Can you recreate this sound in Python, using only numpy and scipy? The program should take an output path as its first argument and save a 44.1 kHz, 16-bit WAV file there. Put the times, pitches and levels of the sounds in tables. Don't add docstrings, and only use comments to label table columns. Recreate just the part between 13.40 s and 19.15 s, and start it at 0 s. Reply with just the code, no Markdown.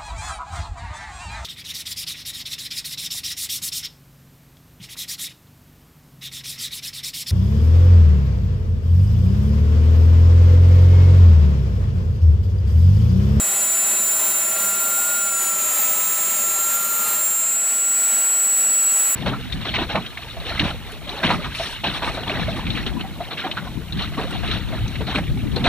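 import sys
import numpy as np
from scipy.fft import rfft, irfft, next_fast_len
from scipy.io import wavfile
from scipy.ndimage import uniform_filter1d, map_coordinates

SR = 44100
rng = np.random.default_rng(int(sys.argv[2]) if len(sys.argv) > 2 else 0)


def waveform_to_disk(signal):
    frames = np.transpose(np.atleast_2d(signal))
    scaled = np.clip(frames, -1, 1) * 32767
    samples = np.round(scaled).astype(np.int16)
    wavfile.write(sys.argv[1], SR, samples)


N = 253575

# (time [s], front blade-pass frequency before trim [Hz])
THROTTLE = [(0.0, 7715), (1.84, 7738), (2.1, 7681.0), (2.23, 7433), (2.58, 7473), (3.6, 7460),
            (4.11, 7626.0), (4.27, 7773), (4.83, 7763), (5.75, 7735)]
# (time [s], turn [0 = side-on, 1 = nose-on])
HEADING = [(0, 0.04), (1.8, 0.081), (2.3, 0.61), (3.7, 0.63), (4.2, 1), (5.75, 0.97)]
# (time [s], gain [dB])
SWELL = [(0, 1), (1.9, 1), (2.3, 12.5), (3.1, 9), (3.65, 21), (3.9, 9), (4.2, 0), (5.75, 7)]


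def front_fan(blade_hz):
    # (time [s], blade tone level [dB], octave level [dB])
    beams = [(0.0, -24, -35), (0.49, -25.5, -32), (0.89, -31, -28), (1.18, -34, -34), (1.59, -26, -30),
             (1.91, -28, -33), (2.01, -31, -40), (2.12, -29, -28), (2.26, -26.5, -29), (2.47, -26, -22.5),
             (2.87, -25, -27), (3.3, -25, -28), (3.41, -33.5, -24), (3.87, -22, -26), (4.22, -21.5, -38),
             (4.56, -19, -37), (5.58, -17.5, -40.5), (5.72, -21.5, -36)]
    # (order [multiple of shaft speed], side-on level [dB], nose-on level [dB])
    orders = [(1, -46, -53.5), (2, -62, -58), (3, -52, -57), (4, -48.5, -52.5), (5, -52, -55),
              (6, -45, -58), (7, -54.5, -59), (8, -61, -59), (10, -59, -65), (16, -40, -70)]
    blades = 12
    phase = rotor_phase(blade_hz)
    swell_db, = curves(SWELL)
    hum = shaft_tones(phase / blades, orders, swell_db, swell_order=2, flutter=0.22, rough=0.032)
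    return hum + whine(phase, beams, flutter=0.029, rough=0.041, blade_gain_db=0.2, octave_gain_db=0.2)


def rear_fan(blade_hz):
    # (time [s], blade tone level [dB], octave level [dB])
    levels = [(0.0, -24.5, -35), (0.59, -21, -32), (1.4, -24.5, -27.5), (1.78, -24.5, -31),
              (1.89, -24.5, -42), (2.01, -24, -32), (2.15, -24.5, -39), (2.2, -24.5, -34),
              (2.55, -29.5, -34), (3.06, -25.5, -34), (3.73, -30, -29), (4.08, -26.5, -40),
              (4.86, -30.5, -36), (5.59, -28, -31.5), (5.72, -27, -26)]
    phase = rotor_phase(blade_hz)
    return whine(phase, levels, flutter=0.066, rough=0.056, blade_gain_db=0.67, octave_gain_db=-0.5)


def ducted_speeds():
    # (middle time [s], length [s], frequency added to the front fan [Hz])
    nudges = [(0.29, 0.47, 40.0), (0.67, 0.22, 49.0), (0.83, 0.24, -43.0), (1.196, 0.49, 48.0),
              (1.599, 0.48, -65.0), (2.02, 0.28, 134.5), (2.298, 0.44, -62.5), (2.459, 2.72, 60.0),
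              (3.386, 0.2175, -32.5), (3.79, 0.17, -15.5), (4.76, 0.27, 16.5), (4.9, 0.2, -16.5),
              (5.53, 1.65, 41.0)]
    rear_ratio, rear_trim = 0.9355, 1.058
    throttle_hz, = curves(THROTTLE)
    trim_hz = bumps(nudges)
    hunt_hz = lambda: 3.99 * wobble(14)
    front_hz = throttle_hz + trim_hz + hunt_hz()
    rear_hz = rear_ratio * throttle_hz - rear_trim * trim_hz + hunt_hz()
    return front_hz, rear_hz


def whine(phase, levels, flutter, rough, blade_gain_db, octave_gain_db):
    blade_db, octave_db = curves(levels)
    blade_tone = amp(blade_db + blade_gain_db) * tone(phase, flutter, rough)
    twinkle_db = 0.6 * wobble(14)
    octave = amp(octave_db + octave_gain_db + twinkle_db) * tone(2 * phase, flutter=0.21, rough=0.11)
    skirt = amp(-46.5) * unit(np.real(eddies(70) * np.exp(1j * phase)))
    return blade_tone + octave + skirt


def shaft_tones(shaft_phase, orders, swell_db, swell_order, flutter, rough):
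    sound = np.zeros(N)
    for order, side_db, nose_db in orders:
        level_db = facing(side_db, nose_db) + swell_db * (order == swell_order)
        twinkle_db = 1.3 * wobble(4.02)
        sound += amp(level_db + twinkle_db) * tone(order * shaft_phase, flutter, rough)
    return sound


def tone(phase, flutter, rough):
    modulation = 1 + flutter * eddies(45) + rough * (eddies(140) + 0.98 * eddies(450))
    return unit(np.real(modulation * np.exp(1j * phase)))


def rotor_phase(hz):
    return 2 * np.pi * np.cumsum(uniform_filter1d(hz, size=1500, mode="nearest")) / SR


def air_rush():
    # (time [s], level [dB])
    strength = [(0.0, -31), (1.52, -30.5), (1.89, -32.0), (2.58, -30.5), (3.68, -31.5), (4.19, -35.5),
                (5.75, -33.5)]
    # (middle time [s], length [s], gain [dB])
    surges = [(0.12, 0.36, 1.4), (0.5, 0.28, 1.5), (0.85, 0.32, 1.9), (1.22, 0.18, 2.2), (2.03, 0.19, 3),
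              (2.36, 0.61, 2.1), (3.69, 0.24, 2.2), (4.31, 0.22, 2.7), (4.72, 0.6, 3.5), (5.22, 0.19, 1.6),
              (5.63, 0.41, 2)]
    # (frequency [Hz], relative level [dB])
    exhaust_spectrum = [(20, -47), (60, -33), (120, -24), (170, -5.5), (250, -1.5), (350, 1.5), (440, -4.5),
                        (600, 3), (800, 3), (1150, 1), (1600, -12), (3000, -17.5)]
    duct_spectrum = [(500, -24.5), (1100, -6.5), (1600, 0.8), (2000, 1.5), (2700, -1.2), (3500, -3.5),
                     (4200, -2), (4900, -7), (5300, -10.5), (6200, -2), (7200, 1), (9000, -19.5)]
    # (frequency [Hz], relative level [dB])
    side_spectrum = [(4500, -19), (6300, -10.5), (7200, -1.5), (8300, -0.5), (8800, 0.5), (10200, 2),
                     (11400, -1), (12800, -10), (14000, 0.5), (15000, -6.5), (16000, -23)]
    nose_spectrum = [(4500, -47), (6300, -13), (7200, 1.5), (8300, 2), (8800, -3), (9500, 3), (11200, 1.5),
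                     (12800, -6.5), (14000, -2), (15000, -5), (16000, -14.5)]
    rush_db, = curves(strength)
    turn, = curves(HEADING)
    exhaust_gain = amp(facing(side_db=-7.5, nose_db=-8) + 0.19 * wobble(12))
    exhaust = exhaust_gain * ground_echo(noise(exhaust_spectrum), share=0.83, cutoff_hz=1390)
    duct_gain = amp(facing(side_db=-4.5, nose_db=-2) + 0.29 * wobble(17))
    duct = duct_gain * ground_echo(noise(duct_spectrum), share=0.38, cutoff_hz=1300)
    hiss = np.sqrt(1 - turn) * noise(side_spectrum) + np.sqrt(turn) * noise(nose_spectrum)
    hiss_gain = amp(2.5 + 0.67 * wobble(25.02))
    return amp(rush_db + bumps(surges)) * (exhaust + duct + hiss_gain * hiss)


def ground_echo(direct, share, cutoff_hz):
    # (time [s], delay [ms])
    lag = [(0, 5), (1.8, 5.05), (2.5, 4.96), (3.1, 5.02), (3.8, 4.87), (4.4, 4.54), (5.75, 4.6)]
    delay_ms, = curves(lag)
    bounce = filtered(direct, lambda hz: 1 / np.sqrt(1 + (hz / cutoff_hz) ** 2))
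    delayed_index = np.arange(N) - delay_ms * SR / 1000
    return unit(direct + share * map_coordinates(bounce, [delayed_index], order=1))


def wing_fans():
    # (time [s], shaft speed [Hz])
    near_speed = [(0, 1386), (.35, 1363), (.97, 1353), (1.22, 1386), (1.52, 1382), (1.7, 1416),
                  (1.94, 1371), (2.38, 1320), (2.7, 1318), (3.28, 1369), (3.52, 1378), (4, 1366),
                  (4.3, 1397), (5.15, 1390), (5.75, 1375)]
    # (time [s], level [dB])
    near_levels = [(0, -44), (.75, -42.5), (1.05, -39), (1.22, -32.5), (1.75, -28.5), (2.32, -36.5),
                   (2.95, -37), (3.3, -30.5), (3.7, -32), (3.92, -40.5), (4.86, -39), (5.2, -43),
                   (5.75, -41)]
    # (order [multiple of shaft speed], side-on level [dB], nose-on level [dB])
    orders = [(2, -50.5, -47.5), (3, -49, -53.5), (4, -52.5, -55)]
    # (time [s], level [dB])
    far_levels = [(0, -44), (1, -44.5), (1.3, -60), (2.3, -46.5), (3.65, -50.5), (4.3, -57), (5.75, -50)]
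    blades, speed_ratio = 6, 0.1815
    near_hz, = curves(near_speed)
    near_db, = curves(near_levels)
    swell_db, = curves(SWELL)
    near_phase = rotor_phase(near_hz)
    beam_db = near_db - near_db.mean()
    blade_db = facing(side_db=-42.5, nose_db=-40.8) + 0.35 * beam_db
    near = amp(near_db - 0.5) * tone(near_phase, flutter=0.1, rough=0.045)
    near += amp(blade_db) * tone(blades * near_phase, flutter=0.37, rough=0.2)
    overtones = shaft_tones(near_phase, orders, 0.39 * swell_db, swell_order=3, flutter=0.39, rough=0.1)
    near += amp(0.15 * beam_db) * overtones
    throttle_hz, = curves(THROTTLE)
    far_db, = curves(far_levels)
    far_phase = rotor_phase(2 * speed_ratio * throttle_hz - near_hz)
    far = amp(far_db) * tone(far_phase, flutter=0.17, rough=0.059)
    far += amp(-45.0) * tone(blades * far_phase, flutter=0.92, rough=0.36)
    return near + far


def field_rumble():
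    # (frequency [Hz], relative level [dB])
    spectrum = [(20, -16), (50, -9), (85, 2), (120, -1.5), (200, 11.5), (300, -2), (600, 14), (1200, -25),
                (4000, -26), (12000, -36)]
    return amp(-49.5 + 3.0 * wobble(4.9)) * noise(spectrum)


def stereo_hiss():
    # (frequency [Hz], relative level [dB])
    spectrum = [(70, -50), (130, -14), (200, 6), (320, -19), (620, -2), (950, -33), (3500, -19),
                (4600, -34), (6500, -4), (7500, 21.5), (9300, 4), (10600, -6), (13000, -2.5), (15500, -4)]
    return amp(-50.5) * noise(spectrum)


def facing(side_db, nose_db):
    turn, = curves(HEADING)
    return side_db + turn * (nose_db - side_db)


def amp(db):
    return 10 ** (np.asarray(db) / 20)


def unit(x):
    return x / np.sqrt(np.mean(x ** 2) + 1e-20)


def curves(rows):
    times, *columns = np.transpose(rows)
    return [np.interp(np.arange(N) / SR, times, column) for column in columns]


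def bumps(rows):
    t = np.arange(N) / SR
    return sum(height * np.cos(np.pi * np.clip((t - middle) / length, -0.5, 0.5)) ** 2
               for middle, length, height in rows)


def wobble(rate):
    knots = rng.standard_normal(int(N * rate / SR) + 4)
    steps = np.arange(0, len(knots) - 1, 1 / 10)
    spline = map_coordinates(knots, [steps], mode="nearest")
    return np.interp(np.arange(N) * rate / SR, steps, spline)


def eddies(rate):
    return wobble(rate) + 1j * wobble(rate)


def filtered(x, response):
    size = next_fast_len(N + SR // 4)
    return irfft(rfft(x, size) * response(np.fft.rfftfreq(size, 1 / SR)), size)[..., :N]


def noise(spectrum):
    knot_hz, db = np.transpose(spectrum)
    response = lambda hz: amp(np.interp(np.log(hz + 1), np.log(knot_hz), db))
    return unit(filtered(rng.standard_normal(N), response))


def scene():
    front_hz, rear_hz = ducted_speeds()
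    fans = front_fan(front_hz) + rear_fan(rear_hz)
    mid = fans + wing_fans() + air_rush() + field_rumble()
    quadrature = lambda hz: 1j * np.exp(-((hz - 7500) / 1800) ** 2)
    side = amp(-26.0) * filtered(fans, quadrature) + stereo_hiss()
    return np.array([mid + side, mid - side])


def record(dry):
    cutoff_hz = 15780
    return filtered(dry, lambda hz: 1 / (1 + (hz / cutoff_hz) ** 300))


dry = scene()
out = record(dry)
waveform_to_disk(out)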